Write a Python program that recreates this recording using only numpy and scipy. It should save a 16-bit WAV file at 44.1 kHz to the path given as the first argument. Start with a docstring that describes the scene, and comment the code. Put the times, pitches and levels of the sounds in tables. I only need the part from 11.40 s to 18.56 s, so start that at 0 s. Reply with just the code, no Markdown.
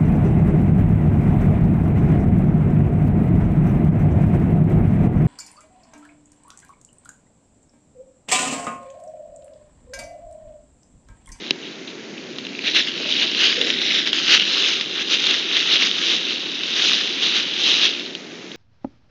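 """Dry leaves crackle in dense clusters as a bear shuffles and paws through them, right beside a trail camera.
The leaves are thousands of random clicks that ring and echo, louder and denser under each push of a paw.
Twigs snap as short noisy clicks with a ring; soft noise makes the paws' thuds and the rubs on the case,
and one knock rings the case as a set of fading tones.
Behind it all lies the microphone's own steady hiss and hollow rumble, made of filtered noise."""
import sys
import numpy as np
from scipy import signal
from scipy.fft import rfft, irfft
from scipy.io import wavfile
from scipy.ndimage import uniform_filter1d, minimum_filter1d, map_coordinates

SR = 44100
rng = np.random.default_rng(int(sys.argv[2]) if len(sys.argv) > 2 else 0)


def generate_wav(signal):
    """Clip the signal to [-1, 1] and save it as 16-bit WAV at the path in sys.argv[1]."""
    frames = np.transpose(np.atleast_2d(signal))
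    scaled = np.clip(frames, -1, 1) * 32767
    pcm = np.round(scaled).astype(np.int16)
    wavfile.write(sys.argv[1], SR, pcm)


N = 315756
TIME = np.arange(N) / SR

# a paw presses or drags through the leaves; crisp top leaves add treble, the packed layer adds body:
# (time of greatest weight [s], level [dB], rise [s], fall [s], treble [dB], body [dB])
PUSHES = [(0.071, -33, 0.074, 0.055, -6, 1), (0.241, -36, 0.033, 0.11, -24, -11),
          (0.488, -34.5, 0.022, 0.026, -3.0, -9), (1.276, -18.5, 0.035, 0.05, -4, 0.5),
          (1.366, -11.5, 0.019, 0.049, -1, -1.5), (1.483, -23.5, 0.026, 0.019, 2.0, 3),
          (1.714, -22, 0.068, 0.42, -2.5, -3.5), (1.835, -18, 0.061, 0.023, -4, 2),
          (2.043, -14.0, 0.068, 0.095, 0.5, 0.5), (2.298, -22.5, 0.175, 0.065, 3.5, 5),
          (2.582, -17.5, 0.244, 0.05, -1.5, -1), (2.678, -20, 0.034, 0.027, -2, -1),
          (2.757, -20.5, 0.027, 0.11, 2.5, 1), (2.949, -9, 0.067, 0.03, 4.5, 3.0),
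          (3.021, -17.0, 0.02, 0.013, 0, 6), (3.259, -17.5, 0.35, 0.15, 1.5, 0.5),
          (3.619, -22.5, 0.12, 0.026, 1.5, 3), (3.742, -15.5, 0.049, 0.026, 4, 0.5),
          (3.898, -17.5, 0.16, 0.13, 0.5, 0.5), (4.173, -18, 0.097, 0.11, -0.5, 1.5),
          (4.345, -13.5, 0.07, 0.046, -2, 0.5), (4.415, -16.5, 0.028, 0.119, 2.5, 3),
          (4.728, -17.5, 0.165, 0.059, 3.5, 0.5), (4.906, -24.5, 0.153, 0.079, 0.0, -0.0),
          (5.463, -16.5, 0.14, 0.18, 4.5, 2), (5.836, -17.5, 0.028, 0.109, -1, 0),
          (5.962, -17.5, 0.029, 0.056, 2, 3.5), (6.288, -15.0, 0.086, 0.134, 1.0, -3.5),
          (6.452, -14.0, 0.052, 0.032, -2, -2.5)]
# leaves stirring under the bear's shifting weight between pushes: (time [s], level [dB])
STIRRING = [(.7, -47.5), (1.6, -27), (2.7, -35.5), (5.2, -26.5), (6.5, -24), (6.85, -44.5)]
PUSH_SHAPE = 1.5  # 1 is a pointed swell, 2 a rounded one


def pushes():
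    """Each push swells and lets go; its power adds to the stirring. Gives level, treble and body in dB."""
    power = undb(curves(STIRRING)[0]) ** 2
    treble = body = 0
    for s, db, rise_s, fall_s, treble_db, body_db in PUSHES:
        away = np.maximum((s - TIME) / rise_s, (TIME - s) / fall_s)
        push = undb(db) ** 2 * np.exp(-2 * np.minimum(away, 10) ** PUSH_SHAPE)
        power = power + push
        # the strongest push at each moment decides most of the tone
        treble = treble + treble_db * push
        body = body + body_db * push
    return 10 * np.log10(power), treble / power, body / power


# while the bear moves right beside the camera; each change is gradual and centred on its time
CLOSE_FROM_S, CLOSE_UNTIL_S, MOVE_S = 0.7, 2.94, .4


def closeness():
    """1 while the bear moves right beside the camera, 0 before and after."""
    return np.clip(np.minimum(TIME - CLOSE_FROM_S, CLOSE_UNTIL_S - TIME) / MOVE_S + .5, 0, 1)


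# colour of the crackle, strongest near 3-4 kHz: (frequency [Hz], level [dB per Hz])
LEAF_COLOUR = [(100, -35), (400, -22.5), (750, -17), (1000, -19.5), (1600, -12.5), (2300, -9.5), (2850, -1),
               (3880, -1), (4200, -7), (4750, -12), (6000, -16), (6800, -24), (7700, -43.5), (11000, -54),
               (15500, -68.5)]
# the crackle arrives again off the foreleg: (time [s], lag [ms], strength [0-1])
LEG_ECHO = [(1.1, 0.47, 0.15), (1.39, 0.52, 0.4), (1.75, 0.89, 0), (2.06, 0.614, 0.18), (2.4, 0.52, 0.36),
            (2.6, 0.55, .45), (2.85, 0.646, 0.14), (3.3, 0.79, 0.14), (3.8, 0.82, 0.05)]
GROUND_ECHO, GROUND_LAG_MS = 0.2, .419  # strength 0-1 and lag of the ground's echo while the bear is close


def leaves(push_db, treble_db, body_db, rate=4000, crowding=.6, scatter_db=2.0, cluster_db=0.78,
           cluster_rate=170, ring_width_hz=600, turn_db=2.5, turn_rate=35):
    """A harder push breaks more leaves; cracks come in clusters and leaves ring briefly at many pitches."""
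    # rate is in cracks a second, for a push of -21 dB
    cracks = rate * undb(push_db + 21) ** crowding
    pitches = np.linspace(1200, 6600, 12)  # Hz
    rings = 0
    for hz in pitches:
        ring = resonate(fractures(cracks / len(pitches), scatter_db), hz, ring_width_hz)
        # leaves of different sizes come under the paw in turn
        rings = rings + ring * undb(turn_db * walk(turn_rate))
    crackle = fractures(cracks, scatter_db) + .9 * unit(rings)
    crackle = colour(crackle * undb(cluster_db * walk(cluster_rate)), LEAF_COLOUR)

    treble = band(crackle, 4800, 18000)
    body = band(crackle, 1100, 2200)
    crackle = crackle + (undb(treble_db) - 1) * treble + (undb(body_db) - 1) * body

    # close echoes cut notches in the tone; those of the foreleg slide as its lag changes
    leg_lag_ms, leg = curves(LEG_ECHO)
    ground_echo = GROUND_ECHO * closeness() * delayed(crackle, GROUND_LAG_MS)
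    leg_echo = leg * delayed(crackle, leg_lag_ms)
    return even(crackle + ground_echo + leg_echo, .045) * undb(push_db)


# twigs and leaf ribs snapping; the level is that of the whole snap's energy packed into 3 ms:
# (time [s], level [dB], ring pitch [Hz], ring over crack [dB])
SNAPS = [(0.7797, -29.5, 2610, 2), (0.9853, -23, 3300, -18), (1.0503, -26, 3560, -9),
         (1.068, -24, 2830, -1), (1.151, -28, 2600, 8), (1.1912, -21, 2500, 11), (1.349, -16, 3400, -2),
         (1.7242, -12.5, 3470, 9), (2.2135, -10.5, 3380, -6), (2.303, -10.5, 3120, -7),
         (2.4166, -15.5, 3540, -1), (2.6737, -13.5, 3540, -1), (2.7309, -10.5, 3180, -2),
         (2.7872, -17, 3000, -3), (2.998, -11, 3160, 0), (3.4109, -14, 3500, -6), (3.8683, -14.5, 3880, 0),
         (3.9094, -11, 3660, 3), (4.1677, -10, 3550, -7), (4.172, -17, 2130, 3), (4.4235, -13, 2250, 3),
         (4.9072, -19, 3100, 6), (5.2352, -17, 3730, -2), (5.5332, -11, 3900, -1), (5.6741, -19.5, 3690, 2),
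         (6.4537, -11.5, 3160, 1), (6.5962, -22.5, 3480, 2), (6.6617, -26, 3900, 4),
         (6.7512, -20.5, 3130, 3), (7.1168, -29.5, 3110, -3)]


def snaps(splinter_s=0.0035, splinters=0.22, ring_s=.00055, ring_top_hz=6800):
    """Each snap is one clean break; the twig rings for a few cycles while splinters follow."""
    t = TIME[:512]
    soften = signal.butter(4, ring_top_hz, fs=SR, output="sos")
    out = np.zeros(N)
    for s, db, hz, ring_db in SNAPS:
        crack = splinters * rng.standard_normal(len(t)) * np.exp(-t / splinter_s)
        crack[0] += 1  # the clean break
        crack = colour(crack, LEAF_COLOUR, size=1024)[:len(t)]
        ring = signal.sosfilt(soften, np.cos(2 * np.pi * hz * t) * t * np.exp(-t / ring_s))
        burst = unit(crack) + undb(ring_db) * unit(ring)
        burst *= undb(db) * np.sqrt(.003 * SR / np.sum(burst ** 2))
        start = int(s * SR)
        out[start:start + len(burst)] += burst[:N - start]
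    return out


# dull thud: its level under an ordinary push, and the dB it grows per dB of push
SOIL_DB, SOIL_GROWTH, ORDINARY_PUSH_DB = -38, 0.98, -17
SOIL_HZ, SOIL_WIDTH_HZ = 346, 240
# the bear's bulk stirring beside the case
BULK_DB, BULK_HZ, BULK_WIDTH_HZ = -43.5, 232, 110


def thuds(push_db):
    """The soil thuds with the weight on the paw; close by, the bear's bulk adds a low rumble."""
    soil_db = SOIL_DB + SOIL_GROWTH * (push_db - ORDINARY_PUSH_DB)
    soil = dull_noise(SOIL_HZ, SOIL_WIDTH_HZ) * undb(soil_db)
    bulk = dull_noise(BULK_HZ, BULK_WIDTH_HZ) * undb(BULK_DB) * closeness()
    return soil + bulk


# the bear's body rubs the case; length runs from the top of the swell to where it has nearly gone:
# (time of the swell's top [s], level [dB], length [s], centre [Hz], width [Hz])
RUBS = [(1.611, -36, 0.027, 447, 200), (1.674, -39, 0.07, 594, 80), (1.835, -38.5, 0.038, 750, 350),
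        (2.217, -28, 0.052, 470, 100), (2.279, -33.5, 0.04, 475, 220), (2.325, -36, .31, 278, 199)]


def rubs():
    """Soft contacts with the case: swells of dull noise, some narrow enough to have a pitch."""
    out = np.zeros(N)
    for s, db, length_s, hz, width_hz in RUBS:
        swell = np.exp(-2 * ((TIME - s) / length_s) ** 2)
        rub = dull_noise(hz, width_hz) * swell
        # chance makes some noise louder: give every rub the energy of its swell
        out += rub * undb(db) * np.sqrt(np.sum(swell ** 2) / np.sum(rub ** 2))
    return out


# a sharp knock on the case, before the limiter: (time [s], peak level [dB])
KNOCK = (0.1081, 0.95)
# what the case rings with: (frequency [Hz], level [dB], time to fade by 60 dB [s])
CASE = [(317, -10.5, 0.017), (504, -14, .012), (1000, -12, 0.0031), (1680, -23, 0.018), (2640, 4, 0.0049),
        (3020, 3, 0.0051), (3120, -5.5, 0.015), (3930, -2.5, 0.012), (4470, -8.5, 0.009),
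        (5100, -0.5, 0.0025), (6000, -19, 0.012)]


def knock():
    """One hard tap rings the plastic case for a few milliseconds."""
    s, db = KNOCK
    t = np.maximum(TIME - s, 0)
    ring = 0
    for k, (hz, mode_db, t60) in enumerate(CASE):
        fade = undb(mode_db - 60 * np.minimum(t / t60, 10))
        # every other tone starts the opposite way
        ring = ring + (-1) ** k * fade * np.sin(2 * np.pi * hz * t)
    ring = signal.sosfilt(signal.butter(6, [150, 6600], "band", fs=SR, output="sos"), ring)
    return ring / abs(ring).max() * undb(db)


# colour of the microphone's own noise: (frequency [Hz], level [dB per Hz])
FLOOR = [(25, -44), (70, -32.5), (105, -22.5), (170, -6), (250, -1.5), (360, 0), (500, -8.5), (750, -16.5),
         (1100, -20), (2200, -13), (4500, -20.5), (6600, -23.5), (7200, -33), (7900, -58), (12000, -74.5)]
FLOOR_DB = -36  # rms of the hiss and rumble


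def floor():
    """Steady hiss with a hollow rumble from the case, as filtered noise."""
    return unit(colour(rng.standard_normal(N), FLOOR)) * undb(FLOOR_DB)


def undb(db):
    """Decibels to gain."""
    return 10 ** (np.asarray(db) / 20)


def unit(x):
    """Scale to rms 1."""
    return x / np.sqrt(np.mean(x ** 2))


def curves(table):
    """The columns of a table as lines through time."""
    s, *columns = np.transpose(table)
    return [np.interp(TIME, s, c) for c in columns]


def walk(rate):
    """Random wander of spread about 1, in straight steps, rate a second."""
    return 1.2 * np.interp(TIME * rate, np.arange(N // 20), rng.standard_normal(N // 20))


def resonate(x, hz, width_hz):
    """A damped resonance, gain 1 at its centre."""
    return signal.lfilter(*signal.iirpeak(hz, hz / width_hz, fs=SR), x)


def dull_noise(hz, width_hz):
    """Noise through one resonance twice, rms 1."""
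    return unit(resonate(resonate(rng.standard_normal(N), hz, width_hz), hz, width_hz))


def colour(x, points, size=4096):
    """Filter through (Hz, dB) points that never sounds early, so that clicks keep their sharp fronts."""
    hz, db = np.transpose(points)
    grid_hz = np.fft.rfftfreq(size, 1 / SR)
    log_gain = np.log(undb(np.interp(np.log(grid_hz + 1), np.log(hz), db)))
    # folding the cepstrum gives the filter with the earliest possible response
    cepstrum = irfft(log_gain)[:size // 2]
    cepstrum[1:] *= 2
    response = irfft(np.exp(rfft(cepstrum, size)))
    return signal.fftconvolve(x, response)[:N]


def fractures(rate, scatter_db):
    """Clicks at random moments and of uneven size, rate a second; more clicks make each one smaller."""
    chance = np.minimum(rate / SR, 1)
    size = undb(scatter_db * np.minimum(rng.exponential(size=N), 4)) * rng.choice([-1, 1], N)
    return unit((rng.random(N) < chance) * size / np.sqrt(chance))


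def band(x, low_hz, high_hz):
    """One band of a sound, kept in step with the rest."""
    return signal.sosfiltfilt(signal.butter(2, [low_hz, high_hz], "band", fs=SR, output="sos"), x)


def delayed(x, lag_ms):
    """The same sound a moment later; the lag may move."""
    return map_coordinates(x, [np.arange(N) - lag_ms * SR / 1000], order=3)


def even(x, window_s):
    """Hold the running rms at 1, so that only the fine grain is left."""
    return x / np.sqrt(uniform_filter1d(x ** 2, int(window_s * SR)))


def scene():
    """Everything at one microphone."""
    push_db, treble_db, body_db = pushes()
    bear = leaves(push_db, treble_db, body_db) + snaps() + thuds(push_db)
    return (bear + rubs() + knock() + floor())[None]


TOP_HZ = 15800  # where the very top is cut


def record(dry, recover_s=.025, bend=0.059):
    """A limiter ducks just ahead of the loudest peaks, the amplifier bends them, and the very top is cut."""
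    excess = np.maximum(abs(dry[0]) / .97, 1)
    hold = max(int(recover_s * SR), 128)
    # the largest excess nearby, held from just before the peak until well after it
    held = -minimum_filter1d(-excess, hold, origin=hold // 2 - 20)
    limited = dry / uniform_filter1d(held, size=32)
    bent = limited - bend * limited ** 3
    return signal.sosfilt(signal.ellip(8, .2, 70, TOP_HZ, fs=SR, output="sos"), bent)


dry = scene()
out = record(dry)
generate_wav(out)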